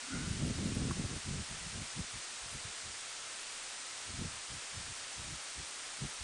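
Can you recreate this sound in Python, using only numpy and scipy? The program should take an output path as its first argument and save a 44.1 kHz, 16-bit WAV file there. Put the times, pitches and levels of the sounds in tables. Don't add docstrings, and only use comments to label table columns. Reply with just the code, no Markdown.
import sys
import numpy as np
from scipy import signal
from scipy.fft import rfft, irfft
from scipy.io import wavfile
from scipy.ndimage import uniform_filter1d

SR = 44100
rng = np.random.default_rng(int(sys.argv[2]) if len(sys.argv) > 2 else 0)


def unload_wav(signal):
    wavfile.write(
        sys.argv[1],
        SR,
        np.round(np.clip(np.atleast_2d(signal).T, -1, 1) * 32767).astype(np.int16),
    )


def makeup_ratio(level_db):
    decades = np.asarray(level_db, float) / 20
    return 10 ** decades


N = 274743

# low edge in Hz, high edge in Hz.
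EDDY_BANDS = [
    (28, 70),
    (70, 140),
    (140, 250),
    (250, 420),
    (420, 720),
]
LET_GO_DB_PER_S = 232


def rms_one(x):
    return x / np.sqrt(np.mean(x ** 2) + 1e-20)


def band(x, low_hz, high_hz, order=2):
    return signal.sosfilt(signal.butter(order, [low_hz, high_hz], "band", fs=SR, output="sos"), x)


def resonance(x, hz, width_hz):
    r = np.exp(-np.pi * width_hz / SR)
    gain = (1 - r * r) / 2
    return signal.lfilter([gain, 0, -gain], [1, -2 * r * np.cos(2 * np.pi * hz / SR), r * r], x)


def steady(x, window_s):
    return x / np.sqrt(uniform_filter1d(x ** 2, int(window_s * SR)) + 1e-20)


def hiss(level_db=-44.5, cavity_hz=1316, cavity_width_hz=69, cavity_lift=0.45):
    # frequency in Hz, density in dB per Hz.
    colour_points = [(20, -7), (50, -20.5), (170, -14.5), (280, -9.5), (650, -4.5), (1800, -1), (9000, -2),
                     (14000, -9)]
    point_hz, point_db = np.transpose(colour_points)
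    hz = np.maximum(np.fft.rfftfreq(N, 1 / SR), 1)
    colour = makeup_ratio(np.interp(np.log(hz), np.log(point_hz), point_db))
    noise = irfft(rfft(rng.standard_normal(N)) * colour * (hz < 12000), N)
    ring = cavity_lift * resonance(noise, cavity_hz, cavity_width_hz)
    return makeup_ratio(level_db) * rms_one(noise + ring)


def engine_hum():
    # frequency in Hz, level in dB rms.
    orders = [
        (80.7, -81),
        (113.0, -78),
    ]
    hum = np.zeros(N)
    for hz, db in orders:
        waver = resonance(rng.standard_normal(2 * N), hz, 1.5)[N:]
        hum += makeup_ratio(db) * rms_one(waver)
    return hum


def tick(rise_s=0.00055):
    # start in seconds, peak in dB.
    strikes = [
        (0.91, -31.5),
    ]
    # frequency in Hz, level in dB, 60 dB decay time in seconds.
    shell_modes = [(1134, 1, 0.026), (1330, 0, 0.016), (1480, -12, .03), (880, -14, .02)]
    (start_s, peak_db), = strikes
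    t = np.maximum(np.arange(N) / SR - start_s, 0)
    rings = np.zeros(N)
    for hz, db, t60 in shell_modes:
        rings += makeup_ratio(peak_db + db - 60 * t / t60) * np.sin(2 * np.pi * hz * t)
    return rings * (1 - np.exp(-t / rise_s))


def rush(level_db=-45.5, peak_s=0.14, end_s=0.36, rise_db_per_s=144, fall_db_per_s=51):
    # frequency in Hz, width in Hz, level in dB.
    cavity_modes = [(1435, 130, -3.5), (1270, 41, -11), (2060, 200, -12), (255, 39, 2)]
    air = rng.standard_normal(N)
    rings = np.zeros(N)
    for hz, width_hz, db in cavity_modes:
        once = resonance(air, hz, 1.5 * width_hz)
        rings += makeup_ratio(db) * resonance(once, hz, 1.5 * width_hz)
    t = np.arange(N) / SR
    fade_db = rise_db_per_s * np.maximum(peak_s - t, 0)
    fade_db += fall_db_per_s * np.maximum(t - peak_s, 0)
    fade_db += LET_GO_DB_PER_S * np.maximum(t - end_s, 0)
    return makeup_ratio(level_db - fade_db) * rms_one(rings)


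def thumps(cycles=0.89, trim_db=-5):
    # middle in seconds, peak in dB, swing in Hz.
    strong_eddies = [(0.278, -27, 157), (0.312, -26, 108), (0.353, -33, 144), (0.436, -22, 138),
                     (0.59, -33, 134), (0.622, -30, 158), (0.659, -21.5, 217), (0.679, -35, 83),
                     (0.808, -32, 105), (6.222, -42, 65), (0.996, -25, 200), (1.044, -24.5, 138),
                     (1.164, -36, 71), (1.292, -29, 144), (1.315, -28.5, 128), (1.398, -34, 125),
                     (1.669, -35, 162), (1.761, -39, 164), (1.817, -32.5, 111), (1.997, -28, 172),
                     (2.153, -44, 107), (2.656, -35, 102), (4.223, -28, 182), (4.257, -42, 93),
                     (4.778, -34, 101), (4.9, -38, 89), (5.198, -38, 85), (5.328, -34.5, 126),
                     (5.591, -36.5, 72), (6.023, -33, 124)]
    half = 1500
    t = np.arange(-half, half) / SR
    out = np.zeros(N + 2 * half)
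    for middle_s, peak_db, hz in strong_eddies:
        turn = rng.random()
        swing = np.exp(-2 * (t * hz / cycles) ** 2) * np.cos(2 * np.pi * (hz * t + turn))
        at = round(middle_s * SR)
        out[at:at + 2 * half] += makeup_ratio(peak_db + trim_db) * (swing - swing.mean())
    return out[half:N + half]


def puff_gains(seize_db_per_s=330, rounding_db_per_s2=6000, pivot_hz=130, mean_puff_db=-45):
    # middle in seconds, hold in seconds, level in dB, fineness in dB per octave.
    puffs = [(0.157, 0.029, -40, 1.5), (0.303, 0.21, -41, -0.5), (0.465, 0.1, -35.5, 1.5),
             (0.647, .15, -37, 1.5), (0.835, .16, -35.5, 1), (1.015, 0.081, -38, 0.5),
             (1.13, 0.07, -42.5, 2), (1.341, 0.13, -40, -1), (1.532, 0.044, -47, -1.5),
             (1.656, 0.081, -51, -2), (1.784, 0.082, -44.5, 0), (1.993, 0.029, -41, -0.5),
             (2.161, .02, -50, -2), (2.456, 0.018, -55.5, -6), (2.55, 0.017, -46.5, -1.5),
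             (2.596, .04, -70, -4), (2.675, 0.026, -54.5, 0), (2.872, 0.051, -54.5, -0.5),
             (4.135, 0.082, -48.5, -2), (4.226, 0.058, -39.5, -1), (4.322, 0.094, -57.5, -1.5),
             (4.538, 0.043, -49.5, -1.5), (4.779, 0.061, -50.5, -2), (4.887, 0.032, -51, -3),
             (4.977, .08, -71, -4), (5.2, 0.017, -49.5, -0.5), (5.298, 0.08, -49.5, -1.5),
             (5.598, 0.023, -50, 0.5), (6.039, 0.017, -39, -0.5), (6.225, .02, -54, -6)]
    eddy_shares = [-7, -4.5, -5, -13, -18]
    strength_shifts = [-0.11, 0.055, .2, 0.037, -.05]
    size_hold, size_let_go = 0.098, 0.25
    t = np.arange(0, N + 64, 64) / SR
    middle, hold, level_db, fineness = np.transpose(puffs)[:, :, None]
    gains = []
    for (low, high), share_db, shift in zip(EDDY_BANDS, eddy_shares, strength_shifts):
        octave = np.log2(np.sqrt(low * high) / pivot_hz)
        half = hold / 2 * 2 ** (-size_hold * octave)
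        let_go = LET_GO_DB_PER_S * 2 ** (size_let_go * octave)
        fade_db = seize_db_per_s * np.maximum(middle - half - t, 0)
        fade_db += let_go * np.maximum(t - middle - half, 0)
        fade_db += rounding_db_per_s2 * np.maximum(np.abs(t - middle) - half, 0) ** 2
        top_db = level_db + share_db + fineness * octave + shift * (level_db - mean_puff_db)
        power = np.sum(makeup_ratio(2 * (top_db - fade_db)), axis=0)
        gains.append(np.interp(np.arange(N) / SR, t, np.sqrt(power)))
    return gains


def gusts(eddies_per_s=700.0, spread_db=1.0, window_cycles=3.8, trim_db=-3.0):
    sizes = makeup_ratio(spread_db * np.minimum(rng.exponential(1, N), 4)) * rng.choice([-1, 1], N)
    eddies = sizes * (rng.random(N) < eddies_per_s / SR) + 1e-18
    pressure = np.zeros(N)
    sign = 1
    for gain, (low, high) in zip(puff_gains(), EDDY_BANDS):
        lumps = steady(band(eddies, low, high), 0.033 + window_cycles / high)
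        pressure += sign * gain * lumps
        sign = -sign
    return makeup_ratio(trim_db) * band(pressure, 30, 1100)


def top_band(floor_db=-87.5, spurt_db=27.5, shared_lift_db=3.5, spurt_samples=192):
    # start in seconds, end in seconds.
    gaps = [(.14, .18), (.42, .45), (.49, .52), (.77, .85), (1.3, 1.37), (2.04, 2.09), (2.87, 2.92),
            (3.15, 3.18), (3.46, 3.48), (4.09, 4.14), (4.38, 4.45), (4.87, 4.92), (6.01, 6.04)]
    blocks = N // spurt_samples + 1
    chance = uniform_filter1d(rng.random((3, blocks)), size=2)
    shares = [0.19, 0.19, 0.012]
    spurts = chance < np.quantile(chance, shares)[:, None]
    ragged_db = 4 * rng.standard_normal((3, blocks))
    gain = np.repeat(makeup_ratio(floor_db + spurt_db * spurts + ragged_db), spurt_samples, axis=1)[:, :N]
    t = np.arange(N) / SR
    for start, end in gaps:
        gain[:, (t > start) & (t < end)] = 0
    filler = rms_one(band(rng.standard_normal((3, N)), 9500, 10570))
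    left, right, both = band(uniform_filter1d(gain, size=48) * filler, 9250, 11630, order=6)
    both = makeup_ratio(shared_lift_db) * both
    return np.array([left + both, right + both])


def splits(length=2048):
    # middle in seconds, low edge in Hz, high edge in Hz, level in dB.
    bursts = [(.31, 8900, 9500, -60), (.565, 4600, 5900, -56), (.982, 5600, 7000, -58),
              (1.911, 4600, 6270, -56), (2.236, 4160, 5300, -57), (2.236, 6200, 8300, -53),
              (2.38, 8900, 9500, -59), (3.49, 4150, 5170, -56), (3.583, 6900, 8300, -56),
              (3.792, 5600, 7600, -56), (4.766, 5270, 6350, -57), (5.138, 5330, 8950, -51)]
    side = np.zeros(N)
    for middle_s, low, high, level_db in bursts:
        noise = rms_one(band(rng.standard_normal(length), low, high, order=8))
        at = round(middle_s * SR) - length // 2
        side[at:at + length] += makeup_ratio(level_db) * np.hanning(length) * noise
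    return np.array([side, -side])


def scene():
    mono = hiss() + engine_hum() + tick() + rush() + thumps() + gusts()
    return np.array([mono, mono])


def low_pass(x):
    return signal.sosfilt(signal.butter(12, 11860, fs=SR, output="sos"), x)


def record(dry):
    top_cut = signal.cheby2(16, 75, 10785, fs=SR, output="sos")
    mix = signal.sosfilt(top_cut, dry) + top_band() + splits()
    return low_pass(mix)


dry = scene()
out = record(dry)
unload_wav(out)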